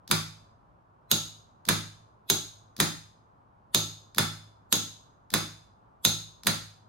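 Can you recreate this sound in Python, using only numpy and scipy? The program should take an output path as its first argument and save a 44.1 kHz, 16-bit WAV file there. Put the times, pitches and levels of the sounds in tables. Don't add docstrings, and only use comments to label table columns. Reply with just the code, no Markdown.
import sys
import numpy as np
from scipy import signal
from scipy.fft import rfft, irfft
from scipy.io import wavfile
from scipy.ndimage import uniform_filter1d

SR = 44100
rng = np.random.default_rng(int(sys.argv[2]) if len(sys.argv) > 2 else 0)


def generate_wav(sig):
    pcm = np.round(np.clip(np.atleast_2d(sig).T, -1, 1) * 32767).astype(np.int16)
    wavfile.write(sys.argv[1], SR, pcm)


N = 303408

# landing_s, blow_db, contact_spread_ms, bench_thump_db
BOLT_THROWS = [(0.1137, -0.5, 0.38, 2.5), (1.6890, 0, 1.1, 3), (2.8021, 0.3, 0.77, 2),
               (4.1838, -0.5, 0.58, 3), (5.34, -1.5, 0.75, 2), (6.4708, -0.34, 1.44, -0.5)]
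LEAD_S = .06
SIZE = 65536
T = np.arange(SIZE) / SR
HZ = np.arange(SIZE // 2 + 1) * SR / SIZE


def blows(rows, body, echoes, clang_db, side_db, chatter_db, swell_in_db, swell_in_s, swell_share):
    # mode_hz, width_hz, relative_level_db
    clang_modes = [(3620, 350, 19), (7050, 250, 10), (8350, 500, 8), (11750, 350, 18), (12900, 400, 9),
                   (15250, 400, 6)]
    port_lag_s = .00002
    lag = np.exp(-2j * np.pi * HZ * np.array([[0], [port_lag_s]]))
    ports = from_db([[-side_db], [side_db]]) * lag
    direct = with_modes(abs(body), clang_modes, clang_db) * ports
    out = np.zeros((2, N))
    for landing_s, blow_db, spread_ms, thump_db in rows:
        force = contact(spread_ms, chatter_db, chatter_s=0.0039,
                        swell_in_db=swell_in_db, swell_in_s=swell_in_s, likeness=.55)
        force = force * from_db(blow_db) * seating(vary_db=2.5)
        lock_sound = irfft(force * (direct + body * echoes))
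        boom = thump(early_s=.002, swell_share=swell_share, side_db=1.5, vary_db=2.0)
        add(out, landing_s - LEAD_S, lock_sound + from_db(thump_db) * boom)
    return out


def contact(spread_ms, chatter_db, chatter_s, swell_in_db, swell_in_s, likeness):
    t = T - LEAD_S
    landing = np.exp(-.5 * (t * 1000 / spread_ms) ** 2)
    chatter = from_db(chatter_db) * np.exp(-abs(t) / chatter_s)
    swell_in = from_db(swell_in_db) * np.exp(-abs(t) / swell_in_s)
    envelope = landing + np.where(t > 0, chatter, swell_in)
    force = stereo(rng.standard_normal((2, SIZE)), likeness) * envelope
    even = irfft(np.exp(1j * np.angle(rfft(force))))
    even = even * np.minimum(1, 10 * envelope)
    unit_energy = even / np.sqrt(np.sum(even ** 2, axis=1, keepdims=True))
    return rfft(unit_energy)


def seating(vary_db):
    ripple = rng.standard_normal(size=450)
    ripple_hz = np.linspace(0, SR / 2, len(ripple))
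    return causal(from_db(vary_db * np.interp(HZ, ripple_hz, ripple)))


def case(crack, level_column, width_hz, ring_db):
    # mode_hz, pulled_in_relative_db, thrown_out_relative_db
    case_modes = [(1139, 11, 20), (1322, 15, 20), (1381, 14, 21), (1448, 14, 21), (1744, 12, 22),
                  (3330, 19, 17), (3472, 24, 21), (3583, 24, 22), (3634, 23, 21), (3698, 23, 21),
                  (3795, 23, 14), (3844, 23, 12), (3986, 21, 19), (4078, 21, 21), (4167, 20, 16),
                  (4955, 17, 21), (5033, 18, 17), (6245, 18, 11), (6342, 21, 14), (6390, 18, 15),
                  (6457, 20, 19), (6516, 22, 16), (6624, 24, 12), (7071, 13, 6), (8387, 12, 12),
                  (12158, 14, 13)]
    modes = [(mode[0], width_hz, mode[level_column]) for mode in case_modes]
    return with_modes(from_db(over_hz(crack)), modes, ring_db)


def thump(early_s, swell_share, side_db, vary_db):
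    # mode_hz, t60_s, relative_starting_level_db
    bench_modes = [(54.6, 0.6, -52.5), (71, 0.34, -47), (104.9, 0.66, -35), (118, 0.21, -40),
                   (145, .2, -34.5), (159.8, 0.49, -32), (210, 0.18, -30), (235.4, 0.36, -41),
                   (280, 0.098, -48), (319.4, 0.45, -42.5), (356.6, 0.24, -35.5), (414, 0.16, -42.5),
                   (595, 0.38, -46.5), (729, 0.17, -51.5)]
    t = np.maximum(T - LEAD_S + early_s, 0)
    swings = 0
    chance_db = vary_db * rng.standard_normal(len(bench_modes))
    for k, (hz, t60_s, level_db) in enumerate(bench_modes):
        decay = from_db(level_db + chance_db[k] - 60 * t / t60_s)
        build = 1 - np.exp(-t / (swell_share * t60_s))
        sign = (-1) ** k
        swings = swings + sign * decay * build * np.sin(2 * np.pi * hz * t)
    return swings * from_db([[-side_db], [side_db]])


def unlatch(body, echoes, tick_db, tick_room_db, low_hz):
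    # before_landing_s, case_shove_db, scrape_db
    guide_knocks = [(0.021, -3.5, -18.5), (.011, 10, -15)]
    bolt_travel_s = .0355
    high_pass = (1j * HZ / (low_hz + 1j * HZ)) ** 2
    thin = body * high_pass * (0.5 + resonance(hz=5400, width_hz=1300, db=0.5))
    tick_path = thin * (1 + from_db(tick_room_db) * echoes)
    shove = resonance(hz=189, width_hz=51, db=3.5)
    scrape = resonance(hz=4046, width_hz=1400, db=2) + resonance(hz=11800, width_hz=2200, db=-4)
    out = np.zeros((2, N))
    for landing_s, *_ in BOLT_THROWS:
        tick = contact(spread_ms=0.85, chatter_db=-19, chatter_s=.003,
                       swell_in_db=-20, swell_in_s=0.0017, likeness=0.28)
        add(out, landing_s - bolt_travel_s - LEAD_S, from_db(tick_db) * irfft(tick * tick_path))
        for before_s, shove_db, scrape_db in guide_knocks:
            knock = contact(spread_ms=2.0, chatter_db=-9.5, chatter_s=0.0071,
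                            swell_in_db=-17.5, swell_in_s=.003, likeness=0.5)
            knock_path = from_db(shove_db) * shove + from_db(scrape_db) * scrape
            add(out, landing_s - before_s - LEAD_S, irfft(knock * knock_path))
    return out


def room(gap_s, build_s):
    # band_hz, level_against_direct_db, t60_s, left_right_likeness
    reverberation = [(60, 16.5, 0.7, 1), (202, 14.5, 0.35, 0.39), (510, 9, 0.28, 0.47),
                     (1330, -0.43, 0.4, 0.36), (2360, -0.5, 0.45, .25), (4000, 2.5, 0.46, 0.12),
                     (6800, 5, 0.46, 0.27), (8800, -2.5, 0.41, 0.13), (15100, -4.5, 0.32, .1)]
    white = stereo(rfft(rng.standard_normal((2, SIZE))), over_hz(reverberation, column=3))
    swell = 1 - np.exp(-np.maximum(T - gap_s, 0) / build_s)
    band_of = np.floor(2 * np.log2(np.maximum(HZ, 50) / 50))
    t60_s = over_hz(reverberation, column=2)
    tail = 0
    for band in np.unique(band_of):
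        inside = band_of == band
        decay = from_db(-60 * T / t60_s[inside].mean())
        tail = tail + irfft(white * inside) * swell * decay
    echoes = rfft(tail)
    broad = np.sqrt(uniform_filter1d(np.mean(abs(echoes) ** 2, axis=0), size=150))
    return echoes * causal(from_db(over_hz(reverberation)) / broad)


def rumble(level_db, waver_db):
    # band_hz, relative_density_db
    rumble_shape = [(25, -26), (55, -9), (80, -12), (107, -4), (140, -11), (230, -15), (330, -18.5),
                    (470, -19.5), (620, -16.5), (1000, -12.5), (1350, -20), (2000, -37), (4000, -47.5),
                    (15000, -63.5)]
    # band_hz, likeness (-1 to 1)
    rumble_likeness = [(60, 0.8), (240, 0.7), (950, -0.5), (3770, 0.35), (15000, 0.09)]
    hz = np.arange(N // 2 + 1) * SR / N
    likeness = np.interp(hz, HZ, over_hz(rumble_likeness))
    noise = stereo(rfft(rng.standard_normal((2, N))), likeness)
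    noise = noise * from_db(np.interp(hz, HZ, over_hz(rumble_shape)))
    in_middle = (hz > 500) & (hz < 1500)
    middle_rms = irfft(noise.mean(axis=0) * in_middle, N).std()
    steps = rng.standard_normal(size=50)
    waver = np.interp(np.linspace(0, len(steps) - 1, N), np.arange(len(steps)), steps)
    return irfft(noise, N) / middle_rms * from_db(level_db + waver_db * waver)


def from_db(db):
    return 10 ** (np.asarray(db) / 20)


def over_hz(points, column=1):
    points = np.array(points)
    return np.interp(np.log(HZ + 1), np.log(points[:, 0]), points[:, column])


def causal(gain):
    cepstrum = irfft(np.log(gain))
    folded = 2 * cepstrum * (np.arange(SIZE) < SIZE // 2)
    return np.exp(rfft(folded) - cepstrum[0])


def resonance(hz, width_hz, db):
    damping = 1j * HZ * width_hz
    return from_db(db) * damping / (hz ** 2 - HZ ** 2 + damping)


def with_modes(gain, modes, ring_db):
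    mode_power = sum(abs(resonance(hz, width_hz, db + ring_db)) ** 2 for hz, width_hz, db in modes)
    return causal(np.sqrt(gain ** 2 + mode_power))


def stereo(pair, likeness):
    likeness = np.clip(likeness, -.99, .99)
    shared = np.sqrt(1 + likeness) * pair[0]
    opposed = np.sqrt(1 - likeness) * pair[1] * np.array([[1], [-1]])
    return (shared + opposed) / np.sqrt(2)


def add(out, start_s, sound):
    start = max(round(start_s * SR), 0)
    out[:, start:start + SIZE] += sound[:, :N - start]


def scene():
    # landing_s, blow_db, contact_spread_ms, bench_thump_db
    plunger_pulls = [(1.1151, -0.17, 0.37, 1), (2.3005, 0.2, 0.31, -3), (3.7472, -0.64, 0.79, -0.5),
                     (4.7269, 0.1, 0.52, -3), (6.0506, 0.5, 0.64, 1)]
    # band_hz, level_db
    pull_crack = [(60, -12), (200, 2), (600, 2), (950, 5.5), (2000, 3.5), (2450, 4), (2900, 5.5),
                  (4200, 9.5), (5600, 1), (7000, 5.5), (8500, 2.5), (10600, 8.5), (12800, 6.5), (14200, -4),
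                  (15300, 1.5)]
    throw_crack = [(60, -8), (200, 6), (700, 4), (1100, 13), (1750, 14), (2050, 12), (2400, 10.5),
                   (2900, 5.5), (4400, 10), (5800, 1.5), (8400, 3), (10600, 10), (12800, 2), (14200, -3),
                   (15300, 2)]
    echoes = room(gap_s=0.0013, build_s=0.0012)
    pulled = case(pull_crack, level_column=1, width_hz=48, ring_db=-6)
    thrown = case(throw_crack, level_column=2, width_hz=19, ring_db=-3.5)
    pulls = blows(plunger_pulls, pulled, echoes, clang_db=-0.5, side_db=1.0,
                  chatter_db=-9.5, swell_in_db=-21.5, swell_in_s=0.0094, swell_share=0.029)
    throws = blows(BOLT_THROWS, thrown, echoes, clang_db=-5, side_db=1.4,
                   chatter_db=-9.0, swell_in_db=-11, swell_in_s=.002, swell_share=0.034)
    release = unlatch(thrown, echoes, tick_db=-22, tick_room_db=-7, low_hz=1400)
    return pulls + throws + release + rumble(level_db=-67.5, waver_db=1.0)


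def record(dry):
    cutoff_hz = 15900
    rounded = 1.2 * np.tanh(dry / 1.2)
    low_pass = signal.cheby1(12, .1, cutoff_hz, fs=SR, output="sos")
    return signal.sosfilt(low_pass, rounded)


dry = scene()
out = record(dry)
generate_wav(out)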